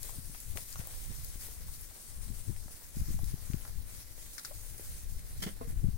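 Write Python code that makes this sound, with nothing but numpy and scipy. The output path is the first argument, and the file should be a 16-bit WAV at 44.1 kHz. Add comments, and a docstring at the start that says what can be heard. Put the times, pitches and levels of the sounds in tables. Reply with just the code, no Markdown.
"""Straw rustles and snaps first, under young cattle shuffling about in a straw-covered pen; hooves clop on packed earth.
Later one hoof scuffs hard and planks are knocked twice, with a short diffuse answer from wall and fences.
A light, gusty wind buffets the two microphone ports, over the quiet noise of the farmyard.
Straw is random fractures and hiss; hooves and planks are resonances; cracks, grit and wind are shaped noise and pulses."""
import sys
import numpy as np
from scipy import signal
from scipy.fft import rfft, irfft, next_fast_len
from scipy.io import wavfile
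from scipy.ndimage import uniform_filter1d, map_coordinates

SR = 44100
rng = np.random.default_rng(int(sys.argv[2]) if len(sys.argv) > 2 else 0)


def bounce(signal):
    """Save signal as a 16-bit WAV file at the path given by the first command-line argument."""
    frames = np.transpose(np.atleast_2d(signal))
    limited = np.clip(frames, -1, 1)
    pcm = np.round(limited * 32767).astype(np.int16)
    wavfile.write(sys.argv[1], SR, pcm)


N = 263277  # length [samples]
TOP_HZ = 15900  # band limit of the recorder

# colour of the dry stalks: (frequency [Hz], relative level [dB])
STRAW_SPECTRUM = [(500, -24.5), (2000, -8), (2900, -12.5), (4500, -6.5), (6400, -3.5), (7500, -5),
                  (9100, -1.5), (10800, -1.5), (13000, -4), (15900, -2.5)]
# colour of the bedding pressed below them: (frequency [Hz], relative level [dB])
BEDDING_SPECTRUM = [(100, -52), (250, -2), (500, 7), (800, 2.5), (1200, 2), (1900, 2.5), (2800, -4),
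                    (4500, 0.5), (9000, -26)]
# a thin sheen near 9 kHz on the straw: (time [s], level against the stalks [dB])
SHEEN_LEVEL = [(0, -7), (1.8, -11.5), (2.1, -3.5), (2.8, -8.5), (3.2, -27), (4.6, -10.5), (5.97, -10)]
# colour of that sheen: (frequency [Hz], relative level [dB])
SHEEN_SPECTRUM = [(6000, -32.5), (7800, -12), (8500, -9), (9300, -7.5), (10200, -15.5), (13000, -27)]


def straw():
    """Dry stalks rub and break under many legs; the bedding below crunches more dully."""
    rustle_db, crush_db = treading()
    sheen_db, = curves(SHEEN_LEVEL)
    lead_ms, = curves(BEARING)
    jostle = wobble(40)

    fractures = pair(crackle(rate=1500, spread_db=4.0, share=0.31), alike=0.011)
    stalks = coloured(patchy(fractures, depth_db=1.53), STRAW_SPECTRUM)
    sheen = amp(sheen_db) * coloured(rng.standard_normal((2, N)), SHEEN_SPECTRUM)
    facing = panned(3.4 + 3.7 * lead_ms)  # level balance follows the herd's bearing
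    rustle = amp(rustle_db + 3.5 + 1.1 * jostle) * facing * (stalks + sheen)

    crunches = pair(crackle(rate=250, spread_db=7.5, share=0.54), alike=0.41)
    bedding = coloured(patchy(crunches, depth_db=2.0), BEDDING_SPECTRUM)
    crush = amp(crush_db + 2.0 + 1.66 * jostle + 0.8 * wobble(10)) * panned(1.3) * bedding
    return rustle + crush


# the whole herd's shuffling, fading as it moves off: (time [s], rustle level before straw() trims it [dB])
SHUFFLE_LEVEL = [(0, -52.5), (1.3, -52.5), (1.65, -55.5), (2.9, -55.5), (3.3, -51.5), (3.8, -56.5),
                 (4.7, -52.5), (5.6, -60.5), (5.97, -60)]
# a step drags through straw and presses the bedding:
# (start time [s], rustle level before trim [dB], crush level before trim [dB], time from start to release [s])
STEPS_IN_STRAW = [(0.0, -52.5, -62.5, 0.19), (0.549, -48, -69, 0.048), (0.674, -49, -62.5, 0.029),
                  (0.777, -69, -60.5, 0.14), (0.894, -53.5, -63.5, 0.17), (1.13, -55, -66.5, 0.29),
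                  (1.39, -52.5, -65.5, 0.15), (1.66, -53.5, -88, 0.17), (1.982, -56.5, -85, 0.1),
                  (2.197, -56, -69, .04), (2.327, -57, -78, 0.2), (2.702, -54.5, -85, 0.033),
                  (2.82, -57, -80, 0.059), (2.943, -53.5, -70.5, 0.16), (3.415, -59.5, -67, 0.31),
                  (3.855, -54, -69, 0.16), (4.168, -54.5, -85, 0.053), (4.356, -58.5, -67, 0.19),
                  (4.763, -54, -89, 0.23), (5.08, -60, -84, .04), (5.25, -57, -65, 0.044),
                  (5.361, -56, -77, .13), (5.66, -58, -65, .04)]
SHUFFLE_CRUSH_DB = -68  # the bedding under the standing herd, before trim
STEP_ATTACK_S, STEP_RELEASE_S = 0.018, 0.053


def treading():
    """Rustle and crush in dB: each step rises, holds and dies away over the herd's shuffling, adding power."""
    t = np.arange(N) / SR
    shuffle_db, = curves(SHUFFLE_LEVEL)
    rustle, crush = amp(shuffle_db) ** 2, amp(SHUFFLE_CRUSH_DB) ** 2
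    for s, rustle_db, crush_db, hold in STEPS_IN_STRAW:
        rise = np.clip((t - s) / STEP_ATTACK_S, 0, 1)
        stroke = rise * np.exp(-np.maximum(t - s - hold, 0) / STEP_RELEASE_S)
        rustle = rustle + (amp(rustle_db) * stroke) ** 2
        crush = crush + (amp(crush_db) * stroke) ** 2
    return 10 * np.log10(rustle), 10 * np.log10(crush)


# hooves on packed earth: (time [s], level before trim [dB], pitch [Hz], t60 of the gritty blow [s])
HOOF_FALLS = [(.093, -43, 960, 0.02), (0.348, -42, 1080, 0.017), (0.558, -45.5, 422, 0.044),
              (0.58, -45.5, 650, 0.04), (0.758, -38, 1280, 0.016), (.872, -46.5, 600, 0.016),
              (1.485, -49, 446, 0.028), (1.684, -53.5, 750, 0.044), (1.912, -52.5, 790, 0.017),
              (2.682, -50, 780, 0.017), (3.191, -44.5, 650, 0.015), (3.651, -47, 970, 0.04),
              (4.18, -50, 410, 0.023), (4.796, -40, 410, 0.012), (5.246, -58, 380, 0.057)]


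def hooves():
    """A hoof gives a short hollow clop: a gritty blow through one broad resonance, applied twice."""
    track, t = np.zeros((2, N)), np.arange(SR // 6) / SR
    for s, db, pitch_hz, t60 in HOOF_FALLS:
        grit = pair(rng.standard_normal((3, len(t))), alike=0.98) * amp(-60 * t / t60)
        blow = amp(16) * (t == 0) + grit
        width = 1.05 * pitch_hz
        clop = filtered(blow, lambda f: (1j * f * width / (pitch_hz ** 2 - f * f + 1j * f * width)) ** 2)
        longer_is_stronger = np.sqrt(t60 / 0.024)
        add(track, s, amp(db - 20.0) * panned(2.6) * unit(clop) * longer_is_stronger)
    return track


# a hoof tip clicks on a pebble: (time [s], peak level before panning [dB], left-right balance [dB])
PEBBLE_CLICKS = [(0.5735, -19.5, 19), (.805, -32, 15), (2.564, -36, 17), (3.535, -29, 12)]
# colour of a pebble tick: (frequency [Hz], relative level [dB])
PEBBLE_SPECTRUM = [(300, -1), (900, -4), (1500, 0), (2400, 8.5), (4000, -5), (6200, -2), (7500, -13),
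                   (15000, -15)]


def clicks():
    """Horn on stone: one hard, broad tick with a trace of grit."""
    track, t = np.zeros((2, N)), np.arange(SR // 20) / SR
    for s, db, balance_db in PEBBLE_CLICKS:
        grit = amp(-21.5) * rng.standard_normal(len(t)) * amp(-60 * t / 0.014)
        contact = np.pad((t == 0) + grit, (SR // 1000, 0))  # 1 ms of room for the filter
        tick = filtered(contact, lambda hz: amp(along(PEBBLE_SPECTRUM, hz)))
        add(track, s - .001, amp(db) * panned(balance_db) * tick / np.abs(tick).max())
    return track


# stalks that crack: (time [s], level of the crack [dB], brightness [dB per octave],
# splinter t60 [s], left-right balance [dB])
STALK_SNAPS = [(0.031, -22.5, 14, 0.023, 7), (0.403, -28.5, 19, 0.015, -1), (0.728, -27.5, 11, .005, 5),
               (0.8724, -25, 24, 0.015, 8), (1.247, -26, 19, 0.014, 10), (1.41, -35, 9, 0.056, -1),
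               (1.811, -34, 23, 0.037, 7), (3.2428, -29, 10, 0.029, 3), (4.3813, -25, 3, 0.05, 17),
               (4.395, -29, 3.5, 0.026, -10), (4.449, -22, 2, 0.024, 14), (4.455, -26, 6, .015, -4),
               (4.78, -31.5, 19, .03, 3)]
# colour of a crack before its brightness tilt: (frequency [Hz], relative level [dB])
STALK_SPECTRUM = [(200, -29), (700, -14), (1450, 5.5), (2000, -3.5), (2800, -19), (3700, -6.5), (4800, -2),
                  (6200, -7), (7500, -11.5), (11000, -15), (15000, -28)]


def snaps():
    """A stalk breaks with one crack and a short run of splinters."""
    track, t = np.zeros((2, N)), np.arange(SR // 8) / SR
    hz = np.fft.rfftfreq(len(t), 1 / SR)
    for s, db, tilt_db, t60, balance_db in STALK_SNAPS:
        splinters = pair(rng.standard_normal((3, len(t))), alike=0.92)
        splinters = splinters * amp(3.6 * rng.standard_normal(len(t)))  # uneven sizes
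        burst = (t == 0) + .15 * splinters * amp(-60 * t / t60)

        def colour(f):
            """Stalk spectrum, tilted about 4 kHz and band-limited."""
            return amp(along(STALK_SPECTRUM, f) + tilt_db * np.log2((f + 100) / 4000)) * (f < TOP_HZ)

        padded = np.pad(burst, ((0, 0), (SR // 1000, 0)))  # 1 ms of room for the filter
        crack = filtered(padded, colour) / colour(hz).mean()
        add(track, s - .001, amp(db) * panned(balance_db) * crack)
    return track


# a hoof scrapes and lands: (time [s], grit level before trim [dB], thump level before trim [dB],
# scrape length before scaling [s], brightness [dB per octave])
HOOF_SCUFFS = [(5.4, -56, -68, 0.019, 3), (5.4208, -44.5, -47, 0.029, 0.5), (5.463, -49, -38.5, 0.036, -3)]
# colour of the grit before its tilt: (frequency [Hz], relative level [dB])
GRIT_SPECTRUM = [(100, 6.5), (500, 4.5), (900, -2), (1400, 0), (2050, 3.5), (2600, -8), (3150, 9),
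                 (3800, -6.5), (4800, 0.5), (7600, -3), (15000, -6)]


def scuffs():
    """Grit grinds under a sliding hoof while its weight thumps the ground at 190 Hz."""
    track, t = np.zeros((2, N)), np.arange(SR // 5) / SR
    grains = pair(crackle(rate=2000, spread_db=9.0, share=0.74), alike=0.41) * amp(1.6 * wobble(250))
    for s, grit_db, thump_db, length, tilt_db in HOOF_SCUFFS:
        ground = grains[:, round(s * SR):][:, :len(t)]
        grit = filtered(ground, lambda hz: amp(along(GRIT_SPECTRUM, hz) + tilt_db * np.log2(hz + 100)))
        stroke = (1 - np.exp(-t / 0.0023)) * np.exp(-(t / (0.97 * length)) ** 2)
        scrape = amp(grit_db + 8.5) * stroke * unit(grit)
        thump_shape = (1 - np.exp(-t / 0.0013)) * amp(-60 * t / 0.077)
        thump = amp(thump_db + 8.5) * np.sin(2 * np.pi * 190 * t) * thump_shape
        add(track, s, scrape * panned(-0.82) + thump)
    return track


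# knocks on planks: (time [s], level before trim [dB], main mode [Hz], rattle against the ring [dB],
# ring t60 [s], loss of the other modes [dB per octave away from the main one])
PLANK_KNOCKS = [(4.509, -43, 593, -3.5, 0.081, 18), (5.609, -40, 457, -1, 0.26, 0.5)]
# modes of a plank: (frequency [multiple of the main mode], level before that loss [dB], share of the ring t60 [ratio])
PLANK_MODES = [(.55, 3, .4), (1, 0, 1), (1.04, -4, .9), (1.45, -3, .45), (2.38, -8, .35), (3.3, -16, .35)]
# colour of the chatter at the post: (frequency [Hz], relative level [dB])
CHATTER_SPECTRUM = [(100, -15), (300, -11), (700, 7), (1150, 11), (1400, -9), (2200, -7), (5000, -32)]


def planks():
    """A bumped plank rings briefly, its close modes beating, and chatters against its post."""
    track, t = np.zeros((2, N)), np.arange(SR // 2) / SR
    for s, db, pitch_hz, rattle_db, t60, focus_db in PLANK_KNOCKS:
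        ring = np.zeros(len(t))
        for k, level, share in PLANK_MODES:
            mode_db = level - focus_db * abs(np.log2(k)) - 60 * t / (share * t60)
            ring += amp(mode_db) * np.sin(2 * np.pi * k * pitch_hz * t)
        rattle = coloured(pair(rng.standard_normal((3, len(t))), alike=0.81), CHATTER_SPECTRUM)
        chatter = amp(rattle_db - 60 * t / 0.065) * rattle
        onset = 1 - np.exp(-t / 0.0017)
        add(track, s, amp(db - 1) * panned(0.8) * (ring + chatter) * onset)
    return track


# bearing of the herd, swinging from left to right: (time [s], lead of the left port [ms])
BEARING = [(0, .27), (2.2, .27), (3.4, 0), (4.3, -.4), (5.4, -.47), (5.97, -.47)]


def at_ports(x):
    """Sound from one side reaches the nearer microphone port a little earlier."""
    lead_ms, = curves(BEARING)
    half = lead_ms / 1000 * SR / 2  # each port takes half the lead [samples]
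    left = map_coordinates(x[0], [np.arange(N) + half], order=5)
    right = map_coordinates(x[1], [np.arange(N) - half], order=5)
    return np.array([left, right])


# how long the pen answers: (frequency [Hz], t60 [s])
PEN_DECAY = [(150, 0.22), (1000, 0.083), (10000, 0.14)]


def pen(x):
    """The wall and fences give a short diffuse answer: decaying noise that starts 5.2 ms late."""
    hz, t, z = signal.stft(rng.standard_normal((2, SR // 3)), SR, nperseg=256)
    decay = amp(-60 * t / along(PEN_DECAY, hz)[:, None])
    tail = signal.istft(z * decay, SR, nperseg=256)[1]
    tail = np.pad(tail / np.linalg.norm(tail[0]), ((0, 0), (round(0.0052 * SR), 0)))
    return signal.fftconvolve(x, tail, axes=1)[:, :N]


# a large eddy hits a port with one push inside a ragged wake:
# (time [s], push level [dB], wake level [dB], wake width before scaling [s], left-right balance [dB])
LARGE_EDDIES = [(0.187, -36.5, -45, 0.038, 12), (.298, -41, -49, 0.031, 9), (0.797, -33.5, -36, .012, 23),
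                (1.108, -33.5, -43.5, 0.023, -27), (1.359, -39, -52, 0.0087, 22),
                (2.304, -34, -45, 0.079, 24), (2.497, -23, -33.5, 0.042, 36), (2.661, -38.5, -51, .005, 21),
                (2.971, -26, -37, .014, 14), (3.016, -30, -35.5, 0.018, 21), (3.088, -29.5, -39, 0.017, 24),
                (3.106, -28.5, -38, 0.019, 20), (3.145, -35.5, -39, .012, 15),
                (3.237, -29.5, -33.5, 0.0094, 25), (3.342, -24.5, -42, 0.022, 32),
                (3.503, -26.5, -45, 0.0091, 35), (3.544, -21, -33, 0.0096, 38),
                (5.687, -35, -40, 0.033, 23), (5.845, -22.5, -28, 0.025, 32),
                (5.889, -24.5, -30.5, .017, 37)]
# colour of the rumble at the ports: (frequency [Hz], relative level [dB])
BUFFET_SPECTRUM = [(10, 1.5), (25, 2), (60, -3.5), (100, -8), (160, -21), (300, -66), (700, -89),
                   (2000, -120)]
# colour of wakes and small eddies: (frequency [Hz], relative level [dB])
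EDDY_SPECTRUM = [(20, 4.5), (80, 4.5), (160, -0.5), (250, -9.5), (400, -23), (700, -39), (2000, -67)]
# small eddies arrive at random; their level rises FLUTTER_GROWS dB for each dB of wind
FLUTTER_DB, FLUTTER_GROWS, FLUTTER_BURST_DB = -2, 1.39, 3.5
PUSH_S = .0026  # time scale of an eddy's core crossing the port


def wind():
    """Each port has its own rumble and flutter; small fast eddies reach higher, large ones push and leave a wake."""
    wind_db = gusts()
    rumble_db = wind_db + 1.33 * np.array([wobble(28), wobble(25)]) - 2.0
    rumble = amp(rumble_db) * coloured(rng.standard_normal((2, N)), BUFFET_SPECTRUM)

    bursts_db = FLUTTER_BURST_DB * np.array([wobble(45), wobble(45)])
    small_eddies = coloured(crackle(rate=60, spread_db=1.5, share=.6)[:2], EDDY_SPECTRUM)
    flutter = amp(FLUTTER_DB + FLUTTER_GROWS * wind_db + bursts_db) * small_eddies

    eddies, t = np.zeros((2, N)), np.arange(SR // 5) / SR - .1
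    u = (t / PUSH_S) ** 2
    push = (1 - 2 * u) / (1 + u) ** 2.5 * np.exp(-u / 20)  # one peak between two shallow dips
    for s, push_db, wake_db, wake_s, balance_db in LARGE_EDDIES:
        swell = np.exp(-(t / (0.56 * wake_s)) ** 2)
        ragged = swell * rng.standard_normal((2, len(t)))
        wake = filtered(ragged, lambda hz: amp(along(EDDY_SPECTRUM, hz)))
        wake = wake * np.linalg.norm(swell) / np.linalg.norm(wake, axis=1, keepdims=True)
        add(eddies, s + t[0], panned(balance_db) * (amp(push_db) * push + amp(wake_db) * wake))
    return rumble + flutter + eddies


# gusts swell and die on a bell curve:
# (centre time [s], level before wind() trims it [dB], half-width at 1/e of the power [s], left-right balance [dB])
GUST_SWELLS = [(.18, -43, 0.15, 25), (.82, -39.5, 0.052, 3.5), (1.11, -39, 0.15, -24), (1.37, -42, 0.13, 9),
               (1.67, -40.5, 0.076, 3.5), (2.3, -39, 0.12, 24), (2.56, -37.5, 0.079, 14),
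               (2.73, -48, .04, -18), (3.0, -28.5, 0.031, 5), (3.14, -31, 0.064, 1), (3.27, -34, 0.073, 14),
               (3.54, -36.5, 0.081, 28), (3.67, -44, 0.029, -19), (3.85, -43.5, 0.21, 10),
               (4.72, -41.5, 0.075, 19), (4.92, -39.5, 0.054, 2), (5.13, -36.5, .1, 10.5),
               (5.38, -37.5, 0.064, 2), (5.84, -29, 0.14, 10)]
# the steady breeze at the ports: level before trim, left-right balance, and how far and how often it wanders
BREEZE_DB, BREEZE_BALANCE_DB, BREEZE_WANDER_DB = -49, 5.5, 4.5
BREEZE_TURNS_PER_S = 9


def gusts():
    """Wind strength in dB at each port: the gusts add their power to the breeze."""
    t = np.arange(N) / SR
    wander = np.array([wobble(BREEZE_TURNS_PER_S), wobble(BREEZE_TURNS_PER_S)])
    power = (amp(BREEZE_DB + BREEZE_WANDER_DB * wander) * panned(BREEZE_BALANCE_DB)) ** 2
    for s, db, width, balance_db in GUST_SWELLS:
        power = power + (amp(db) * panned(balance_db)) ** 2 * np.exp(-((t - s) / width) ** 2)
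    return 10 * np.log10(power)


# colour of the farmyard behind the pen: (frequency [Hz], relative level [dB])
YARD_SPECTRUM = [(30, 4), (120, -2.5), (250, -0.5), (500, -8.5), (1000, -14.5), (3000, -19), (15000, -15)]


def yard():
    """The quiet farmyard is steady coloured noise, mostly alike at both ports."""
    return amp(-61.5) * coloured(pair(rng.standard_normal((3, N)), alike=0.82), YARD_SPECTRUM)


def crackle(rate, spread_db, share):
    """Three streams of tiny fractures of uneven size over the hiss of countless smaller ones."""
    hits = rng.random((3, N)) < rate / SR  # rate in fractures a second
    sizes = amp(spread_db * np.minimum(rng.standard_normal((3, N)), 2)) * rng.choice([-1, 1], (3, N))
    share = np.clip(share, 0, 1)
    return np.sqrt(share) * unit(hits * sizes) + np.sqrt(1 - share) * rng.standard_normal((3, N))


def patchy(x, depth_db):
    """Now this patch of stalks sounds, now that one, each in its own range of pitch."""
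    z = signal.stft(x, nperseg=256)[2]
    field = rng.standard_normal(z.shape[1:])
    field = uniform_filter1d(field, size=12, axis=0)  # smooth over frequency
    field = uniform_filter1d(field, size=24, axis=1)  # smooth over time
    return unit(signal.istft(z * amp(depth_db * unit(field)), nperseg=256)[1][:, :N])


def pair(three, alike):
    """Two channels that share a part of their signal."""
    alike = np.clip(alike, 0, 1)
    return np.sqrt(alike) * three[0] + np.sqrt(1 - alike) * three[1:]


def panned(balance_db):
    """Left and right gains of constant power; positive is left."""
    gains = amp(np.array([balance_db, -balance_db]) / 2).reshape(2, -1)
    return gains / np.sqrt(np.mean(gains ** 2, axis=0))


def amp(db):
    """Decibels to gain."""
    return 10 ** (np.asarray(db) / 20)


def unit(x):
    """Scale to rms 1."""
    return x / np.sqrt(np.mean(x ** 2) + 1e-20)


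def along(points, hz):
    """Read (Hz, value) points on a log frequency axis."""
    f, v = np.transpose(points)
    return np.interp(np.log(hz + 1), np.log(f + 1), v)


def curves(rows):
    """One value per sample for each column after the time."""
    s, *cols = np.transpose(rows)
    return [np.interp(np.arange(N) / SR, s, c) for c in cols]


def wobble(rate):
    """A smooth random curve, rate knots a second."""
    knots = rng.standard_normal(int(N * rate / SR) + 4)
    return map_coordinates(knots, [np.arange(N) * rate / SR])


def filtered(x, response):
    """x times a response of frequency."""
    n = x.shape[-1]
    m = next_fast_len(n + 8192)
    return irfft(rfft(x, m) * response(np.fft.rfftfreq(m, 1 / SR)), m)[..., :n]


def coloured(x, spectrum):
    """x shaped by a spectrum, at rms 1."""
    return unit(filtered(x, lambda hz: amp(along(spectrum, hz))))


def add(track, s, sound):
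    """Mix a sound into a track from time s."""
    start = max(round(s * SR), 0)
    track[:, start:start + sound.shape[-1]] += sound[..., :N - start]


def scene():
    """The herd's straw and contacts in the pen, then the pen's answer, the wind and the quiet farmyard."""
    contacts = hooves() + clicks() + snaps() + scuffs() + planks()
    herd = at_ports(straw() + contacts)
    return herd + amp(-10.5) * pen(contacts) + wind() + yard()


def record(dry):
    """The recorder keeps nothing above its band limit."""
    return filtered(dry, lambda hz: hz < TOP_HZ)


dry = scene()
out = record(dry)
bounce(out)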